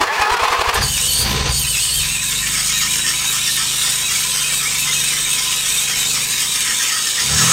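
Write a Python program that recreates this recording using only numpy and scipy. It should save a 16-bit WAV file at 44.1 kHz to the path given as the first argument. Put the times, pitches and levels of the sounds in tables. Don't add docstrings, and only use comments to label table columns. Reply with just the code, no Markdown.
import sys
import numpy as np
from scipy import signal
from scipy.fft import rfft, irfft, next_fast_len
from scipy.io import wavfile
from scipy.ndimage import uniform_filter1d, map_coordinates

SR = 44100
rng = np.random.default_rng(int(sys.argv[2]) if len(sys.argv) > 2 else 0)


def digitize_waveform(pressure):
    field = np.atleast_2d(pressure).T
    bounded = np.clip(field, -1, 1)
    quanta = np.round(bounded * 32767).astype(np.int16)
    wavfile.write(sys.argv[1], SR, quanta)


N = 331632

# (time [s], distance run [laps])
BELT_TRAVEL = [(.73, 0), (2.03, 5), (2.32, 6), (7.52, 26.25)]
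SLACK_STRETCHES = [(-.01, .11, .21, .36), (.52, .1, .1, .21)]
# (time [s], factor on the sags [ratio])
LOOSENESS = [(.85, .2), (1, 1), (1.15, .1), (1.55, .1), (1.65, 1.1), (1.8, .8), (2.1, .6), (2.4, .8),
             (2.85, 1.4), (3.4, 1.4), (3.7, 1.05), (5, .8), (6.2, .8), (7.2, 1.2), (7.4, .1)]
# (time [s], pitch [Hz])
TAUT_PITCH = [(.8, 3500), (.87, 3100), (1.1, 3020), (1.24, 3260), (1.45, 2950), (1.5, 3300), (1.55, 2980),
              (1.6, 3220), (1.72, 3000), (1.97, 3200), (2.07, 2780), (2.5, 2580), (6.3, 2600), (6.55, 2400),
              (7.26, 2400), (7.43, 1240)]
# (lower mode [Hz], upper mode [Hz])
UPPER_MODE = [(1350, 3000), (1900, 3200), (2150, 3300), (2330, 3790), (2620, 3870), (2850, 4250),
              (3100, 4500), (3250, 4750)]
# (time [s], level [dB])
LOWER_LEVEL = [(.8, -40), (.88, -22.5), (1.1, -20), (1.2, -31), (1.57, -46), (1.61, -18), (2.15, -19.5),
               (2.4, -25), (3.8, -25.5), (4.3, -23), (6.2, -25), (6.5, -30), (7.52, -31)]
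# (time [s], level [dB])
UPPER_LEVEL = [(.8, -45), (.83, -19.5), (.95, -35), (1.18, -20), (1.46, -36), (1.51, -22), (1.65, -27.5),
               (2.1, -30.5), (2.7, -27.5), (5, -27.5), (6.3, -28.5), (7.52, -32)]
# (time [s], noisy skirt against core [ratio])
SCREECH = [(.8, 2), (.9, 1.1), (1.1, 1), (1.18, 2.6), (1.46, 2.6), (1.5, .8), (1.58, 1.8), (1.7, .9),
           (2.2, .55), (6.3, .55), (7.3, 1.1)]
# (time [s], level [dB])
SLIP_LEVEL = [(.72, -72), (.745, -21.5), (.8, -49), (.83, -26), (.95, -23), (1.21, -22), (1.27, -33.5),
              (1.48, -39), (1.53, -23), (1.57, -23.5), (4.2, -22.5), (7.52, -22.5)]
# (frequency [Hz], density [dB per Hz])
HISS_SPECTRUM = [(800, -35.5), (2000, -19.5), (3000, -2), (4400, -8), (5500, -9.5), (6700, 1), (8400, -2),
                 (9400, 0), (10600, -13), (12300, -11), (13800, -8), (15800, -16.5)]
# (frequency [Hz], density [dB per Hz])
RASP_SPECTRUM = [(300, -10), (700, -16.5), (1020, -8), (1800, 2.5), (3000, 5), (4200, -11.5), (5400, 5),
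                 (7000, 0.5), (10000, -21), (15000, -28)]
# (frequency [Hz], width [Hz], level against the hiss [dB])
PULLEYS = [(1290, 400, -14), (1830, 300, -13), (4760, 240, -15), (5380, 340, -10)]
# (time [s], level [dB])
CHIRPS = [(2.235, -33), (2.31, -42), (2.44, -32), (2.77, -32), (3.051, -26.5), (3.329, -36), (3.49, -26),
          (3.57, -34), (4.51, -31), (5.02, -36), (6.71, -25.5), (6.809, -27), (6.92, -27), (6.97, -38),
          (7.07, -36), (7.19, -25.5)]
# (time [s], groan level [dB], scream level [dB])
REV_LEVEL = [(7.26, -55, -48), (7.35, -43, -32), (7.38, -27, -18), (7.45, -38, -18), (7.52, -24, -15.5)]
# (frequency [Hz], density [dB per Hz])
SCREAM_SPECTRUM = [(700, -18), (1200, -5.5), (2200, -7), (3600, -7), (4700, -7), (6700, 2), (8500, -4),
                   (10500, -9), (15000, -15)]
# (time [s], grinding level [dB])
STARTER_LEVEL = [(0.0, -27), (0.012, -11.5), (0.054, -19.5), (0.11, -16), (0.79, -19.5), (0.884, -32),
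                 (0.9, -38)]
# (frequency [Hz], density [dB per Hz])
HOUSING = [(88, -67.5), (150, -37), (343, -29), (378, -13), (486, -8.5), (545, -22.5), (624, -12.5),
           (1030, -5.5), (1490, -12.5), (1700, -12), (2500, -15), (3540, -18), (3820, -21.5), (4290, -19),
           (15000, -40.5)]
# (frequency [Hz], width [Hz], gain [dB])
GEAR = [(495, 50, 6), (850, 70, 11), (1030, 80, 12), (1250, 80, 13), (1730, 110, 13), (2510, 130, 10)]
# (time [s], thump level [dB])
STROKES = [(0.012, -26), (0.201, -23), (0.317, -19), (0.422, -23), (0.506, -24), (0.593, -19), (0.678, -19),
           (0.76, -75), (0.804, -20)]
# (frequency [Hz], density [dB per Hz])
TURNING_SPECTRUM = [(30, -10), (70, -3), (200, -2), (400, -10), (900, -40)]
# (time [s], speed [turns per second])
CRANK_SPEED = [(0, 3), (.7, 4.5), (.8, 18), (1, 22), (1.15, 19), (1.55, 21), (1.8, 17.5), (2.25, 23.9),
               (2.63, 25.1), (2.95, 27.1), (3.78, 26.6), (4.65, 23.8), (5.4, 24.5), (6.2, 24.1),
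               (6.75, 31.3), (7.2, 29.6), (7.35, 38), (7.52, 43)]
# (time [s], exhaust boom [dB], exhaust drone [dB], intake and block [dB])
ENGINE_LEVEL = [(0.76, -22, -43, -37), (0.81, -28, -24.5, -31), (0.89, -30, -30.5, -42),
                (1.14, -36, -37, -40), (1.27, -21.5, -28, -29), (1.4, -24.5, -25, -28),
                (1.44, -12.5, -29, -31), (1.47, -33, -28, -26.5), (1.51, -19, -24, -31),
                (1.55, -27, -29.5, -41), (1.87, -41, -41, -46.5), (2.0, -27, -32.5, -44),
                (2.23, -43, -37, -49.5), (2.4, -36, -36, -45.5), (3.32, -45.5, -39, -46.5),
                (5.77, -46, -42.5, -43.5), (6.16, -47, -37, -43), (6.41, -52, -43, -45.5),
                (7.16, -57, -48, -47), (7.35, -20.5, -24.5, -33.5), (7.44, -42, -19, -32),
                (7.52, -39, -26, -33)]
# (time [s], roughness [0-1])
STUMBLE = [(.8, .55), (1.5, .6), (1.8, .4), (2.3, .1), (6.2, .1), (6.5, .25), (7.5, .25)]
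# (multiple of crank speed [ratio], level [dB])
BOOM_ORDERS = [(1, -9), (2, 0), (3, -8)]
# (multiple of crank speed [ratio], level [dB])
DRONE_ORDERS = [(3, -4), (4, 3.5), (5, -1), (6, 1), (7, 3), (8, -3), (9, -11), (10, 0.5), (11, -5),
                (12, -5)]
# (frequency [Hz], gain [dB])
PIPE = [(20, -22), (38, -21), (47, 0), (58, 2.5), (72, -5), (84, -1.5), (108, -8.5), (121, 0.5), (134, 5.5),
        (146, 6.5), (162, -3), (192, -5), (216, 1), (245, -3), (290, -35), (324, 0.5), (380, -33),
        (600, -35)]
# (frequency [Hz], density [dB per Hz])
BLOCK_SPECTRUM = [(120, -25), (200, 5), (282, -7), (467, 1), (570, -5.5), (912, -6.5), (2650, -3),
                  (4550, -9), (5550, -11), (5970, -3.5), (6650, -12), (13000, -34), (15000, -41)]
# (frequency [Hz], width [Hz], gain [dB])
BAY = [(522, 40, 5.5), (567, 55, -3.5), (789, 38, 8), (1011.4, 66, 12), (1274, 50, 3), (1800, 76, 0.5),
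       (2030, 87, -5), (3665, 240, 4.5), (4480, 1380, 5.5), (5560, 136, 3), (6540, 280, 2.5),
       (7996, 320, 7), (8514, 260, 8.5)]
# (frequency [Hz], time to die by 60 dB [s])
WORKSHOP_DECAY = [(200, 0.21), (2000, 0.08), (12000, 0.019)]

SAG_SCATTER = .12
STEADY_SHARE = .5
UPPER_SLACK_DB_PER_OCTAVE = 2.5
SHRIEK_DB, OVERTONE_DB = -8, -12
CHATTER_DB = 0.76
SURGE_DB = .9
SIZZLE_SLACK_DB_PER_OCTAVE = -17
RASP_BELOW_HZ = 2460
TOOTH_START_HZ, TOOTH_FULL_HZ, SPIN_UP_S = 130, 561.6, .24
TOOTH_JITTER = .009
REBOUND = .09
LOAD_LAG_S, LOAD_WIDTH_S, LOAD_DB = 0.0162, .02, 5
WHINE_DB, WHINE_FADE_DB_PER_S, WHINE_LOAD_DB = -1, 7, 1.5
WHINE_FLICKER_DB = 5
TURNING_DB = -47
BOOM_DB, DRONE_DB, BLOCK_DB = 0.5, 1.5, 7.5
SWELL_S, SWELL_WIDTH_S, SWELL_DB = 4.9, 0.26, 4.5
TOP_HZ = 15800


def amp(db):
    return 10 ** (np.asarray(db) / 20)


def unit(x):
    return x / np.sqrt(np.mean(x ** 2) + 1e-20)


def along(points, hz):
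    f, v = np.transpose(points)
    return np.interp(np.log(hz + 1), np.log(f + 1), v)


def curves(rows):
    s, *cols = np.transpose(rows)
    return [np.interp(np.arange(N) / SR, s, c) for c in cols]


def during(rows):
    t = np.arange(N) / SR
    inside_s = np.minimum(t - rows[0][0], rows[-1][0] - t)
    return np.clip(1 + inside_s / .03, 0, 1)


def bump(x, width):
    return np.exp(-(x / width) ** 2)


def wobble(rate):
    knots = rng.standard_normal(N // 8 + 2)
    places = np.arange(N) / 8
    smooth = map_coordinates(knots, [places])
    return np.interp(np.arange(N) * rate / SR, places, smooth)


def filtered(x, response):
    m = next_fast_len(N + SR // 2)
    return irfft(rfft(x, m) * response(np.fft.rfftfreq(m, 1 / SR)), m)[:N]


def peaks(table, hz):
    return amp(sum(db / (1 + (2 * (hz - centre) / width) ** 2) for centre, width, db in table))


def coloured(x, spectrum):
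    return unit(filtered(x, lambda hz: amp(along(spectrum, hz))))


def grit(spectrum, spread_db):
    contacts = rng.standard_normal(N) * amp(spread_db * wobble(2500))
    return coloured(contacts, spectrum)


def angle(hz):
    return 2 * np.pi * np.cumsum(hz) / SR


def ringing(hz, width_hz):
    phase = angle(hz)
    return unit(wobble(width_hz) * np.cos(phase) + wobble(width_hz) * np.sin(phase))


def belt_pitch():
    laps, = curves(BELT_TRAVEL)
    slack = 0
    for place, fall, recovery, octaves in SLACK_STRETCHES:
        past = (laps - place + .5) % 1 - .5
        slack = slack + octaves * bump(past, np.where(past < 0, fall, recovery))
    sag = curves(LOOSENESS)[0] * slack * (1 + SAG_SCATTER * wobble(8))
    return curves(TAUT_PITCH)[0] * 2 ** -sag, sag


def squeal_mode(hz, skirt):
    tone = np.sqrt(2 * STEADY_SHARE) * np.sin(angle(hz))
    core = tone + np.sqrt(1 - STEADY_SHARE) * ringing(hz, width_hz=120)
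    voice = (core + skirt * ringing(hz, width_hz=650)) / np.sqrt(1 + skirt ** 2)
    return unit(voice * amp(1.7 * wobble(45)))


def squeal(crank, pitch, sag):
    lower_db, = curves(LOWER_LEVEL)
    upper_db = curves(UPPER_LEVEL)[0] + UPPER_SLACK_DB_PER_OCTAVE * sag
    slip_db, = curves(SLIP_LEVEL)
    screech, = curves(SCREECH)
    taut = np.clip((pitch - 2300) / 800, 0, 1)
    flutter = 1 + .012 * wobble(35) + 0.0047 * np.sin(3 * crank)
    upper_hz = np.interp(pitch, *np.transpose(UPPER_MODE)) * flutter
    rivalry_db = 0.53 * wobble(16)
    lower_gain = amp(lower_db - 8.5 + 0.38 * taut + rivalry_db)
    lower = lower_gain * squeal_mode(pitch * flutter, screech / 2)
    upper = amp(upper_db - 6.0 - rivalry_db) * squeal_mode(upper_hz, screech)
    shriek = amp(slip_db - 14.5 + 10 * taut) * ringing(2 * upper_hz, width_hz=1300)
    second = amp(SHRIEK_DB) * ringing(2 * upper_hz, width_hz=400)
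    third = amp(OVERTONE_DB) * ringing(3 * upper_hz, width_hz=900)
    overtones = amp(upper_db - 7) * taut * (second + third)
    return during(LOWER_LEVEL) * (lower + upper + shriek + overtones)


def rubbing(crank, pitch):
    slip_db, = curves(SLIP_LEVEL)
    slack = np.log2(RASP_BELOW_HZ / pitch)
    chatter = amp(CHATTER_DB * (wobble(45) + wobble(250) + np.sin(4 * crank)))
    hiss = grit(HISS_SPECTRUM, spread_db=1) * amp(SURGE_DB * wobble(22))
    bite_db = 18 * np.clip(slack, -.4, 0) + 4 * np.clip(slack, 0, .5) + 0.96 * wobble(30)
    rasp = grit(RASP_SPECTRUM, spread_db=5.0) * amp(bite_db - 3.5)
    rings = sum(amp(db) * ringing(np.full(N, hz), width) for hz, width, db in PULLEYS)
    pulleys = np.clip(3 * slack, .15, 1.2) * rings
    sizzle_db = -13.5 + SIZZLE_SLACK_DB_PER_OCTAVE * slack + 3.76 * wobble(25)
    sizzle = grit([(7000, -36), (10500, 2), (13800, 2), (15800, -11)], spread_db=5) * amp(sizzle_db)
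    return during(SLIP_LEVEL) * amp(slip_db) * chatter * (hiss + rasp + pulleys + sizzle)


def chirps():
    t = np.arange(N) / SR
    nearest = np.abs(t[:, None] - np.transpose(CHIRPS)[0]).argmin(axis=1)
    s, db = np.array(CHIRPS)[nearest].T
    hz = 1830 - 4000 * np.clip(t - s, -.05, .05)
    squeak = np.sin(angle(hz)) + 0.29 * ringing(hz, width_hz=660)
    return amp(db + 4.5) * bump(t - s, 0.016) * squeak


def rev(crank, pitch):
    groan_db, scream_db = curves(REV_LEVEL)
    groan = amp(groan_db) * ringing(pitch, width_hz=200)
    scream = amp(scream_db + 1.1 * np.sin(3 * crank)) * grit(SCREAM_SPECTRUM, spread_db=0)
    onset = np.clip((np.arange(N) / SR - REV_LEVEL[0][0]) * 20, 0, 1)
    return onset * (groan + scream)


def gear_whine(tooth_hz):
    mesh = angle(tooth_hz * (1 + TOOTH_JITTER * wobble(120)))
    teeth = 0
    for k in range(2, 9):
        flicker = amp(WHINE_FLICKER_DB * wobble(25))
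        teeth = teeth + flicker * np.sin(k * mesh + rng.uniform(0, 2 * np.pi)) / np.sqrt(k)
    active = during(STARTER_LEVEL)
    return unit(filtered(teeth * active, lambda hz: peaks(GEAR, hz))) * np.sqrt(np.mean(active))


def starter():
    t = np.arange(N) / SR
    grind_db, = curves(STARTER_LEVEL)
    load = sum(bump(t - s - LOAD_LAG_S, LOAD_WIDTH_S) for s, db in STROKES).clip(0, 1)
    spin_up = (TOOTH_START_HZ - TOOTH_FULL_HZ) * np.exp(-t / SPIN_UP_S)
    tooth_hz = (TOOTH_FULL_HZ + spin_up) * (1 + REBOUND * load)
    whine_db = WHINE_DB - WHINE_FADE_DB_PER_S * t + WHINE_LOAD_DB * load
    thumps = sum(amp(db) * bump(t - s - .003, 0.0065) * np.cos(2 * np.pi * 58 * (t - s))
                 for s, db in STROKES)
    whine = amp(whine_db) * gear_whine(tooth_hz)
    gear_ring = amp(-4.5) * bump(t - .16, 0.16) * ringing(np.full(N, 1725.), width_hz=36.0)
    grind = grit(HOUSING, spread_db=0.5) * amp(2.5 * wobble(109.3)) / np.sqrt(1 + 2 * amp(2 * whine_db))
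    clash = grit([(1000, 1.5), (2500, -13), (8000, 1.0), (15000, -29)], spread_db=6) * load
    motor = amp(3.0 + LOAD_DB * load) * grind + whine + gear_ring + amp(-8.5) * clash
    turning = amp(TURNING_DB) * grit(TURNING_SPECTRUM, spread_db=-2)
    return during(STARTER_LEVEL) * (amp(grind_db - 4.0) * motor + turning) + thumps


def engine(crank):
    boom_db, drone_db, block_db = curves(ENGINE_LEVEL)
    drone_db = drone_db + SWELL_DB * bump(np.arange(N) / SR - SWELL_S, SWELL_WIDTH_S)
    rough = np.clip(curves(STUMBLE)[0], 0, 1)
    boom_rumble = [(15, -26), (35, -37), (60, 8), (90, 15), (160, -41)]
    drone_rumble = [(60, -47), (115, 11.0), (220, -10), (290, -18), (600, -51)]
    boom = amp(boom_db + BOOM_DB) * exhaust(crank, BOOM_ORDERS, rough, boom_rumble)
    drone = amp(drone_db + DRONE_DB) * exhaust(crank, DRONE_ORDERS, rough, drone_rumble)
    pulse = unit(1 + 0.16 * np.cos(3 * crank) + 0.13 * np.cos(crank))
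    block = amp(block_db + BLOCK_DB) * grit(BLOCK_SPECTRUM, spread_db=0) * pulse
    return during(ENGINE_LEVEL) * (boom + drone + block)


def exhaust(crank, orders, rough, rumble):
    speed, = curves(CRANK_SPEED)
    tilt_db = .25 * np.maximum(speed - 31, 0)
    lurch = rough * wobble(14)
    lines = 0
    for k, db in orders:
        level = amp(db - k * tilt_db + 1.2 * wobble(4))
        lines = lines + level * np.sin(k * (crank + lurch / 3) + rng.normal(0, 1))
    lines = coloured(lines, PIPE)
    lines /= np.sqrt(np.abs(uniform_filter1d(lines ** 2, size=SR // 4)) + 1e-6)
    return np.sqrt(1 - rough ** 2) * lines + rough * grit(rumble, spread_db=2.5)


def workshop(x):
    wet, step = np.zeros(N + 2 * SR), SR // 10
    padded = np.pad(x, (step, 2 * step))
    fade = np.sin(np.pi * np.arange(2 * step) / (2 * step))
    for start in range(0, N + step, step):
        hz, t, z = signal.stft(rng.standard_normal(SR // 3), SR, nperseg=256)
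        decay = amp(-60 * t / along(WORKSHOP_DECAY, hz)[:, None])
        tail = signal.istft(z * decay, SR, nperseg=256)[1]
        echo = signal.fftconvolve(fade * padded[start:start + 2 * step], tail / np.linalg.norm(tail))
        wet[start:start + len(echo)] += echo
    return wet[step:step + N]


def scene():
    crank = angle(curves(CRANK_SPEED)[0])
    pitch, sag = belt_pitch()
    belts = squeal(crank, pitch, sag) + rubbing(crank, pitch) + chirps() + rev(crank, pitch)
    gears = starter()
    running = belts + amp(-5.0) * workshop(belts) + engine(crank)
    starting = gears + amp(-14) * workshop(gears)
    in_bay = filtered(running, lambda hz: peaks(BAY, hz))
    return (amp(-1.47) * in_bay + starting)[None]


def record(dry):
    soft = dry[0] / (1 + np.abs(dry[0] / .62) ** 6) ** (1 / 6)
    return filtered(soft, lambda hz: hz < TOP_HZ)[None]


dry = scene()
out = record(dry)
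digitize_waveform(out)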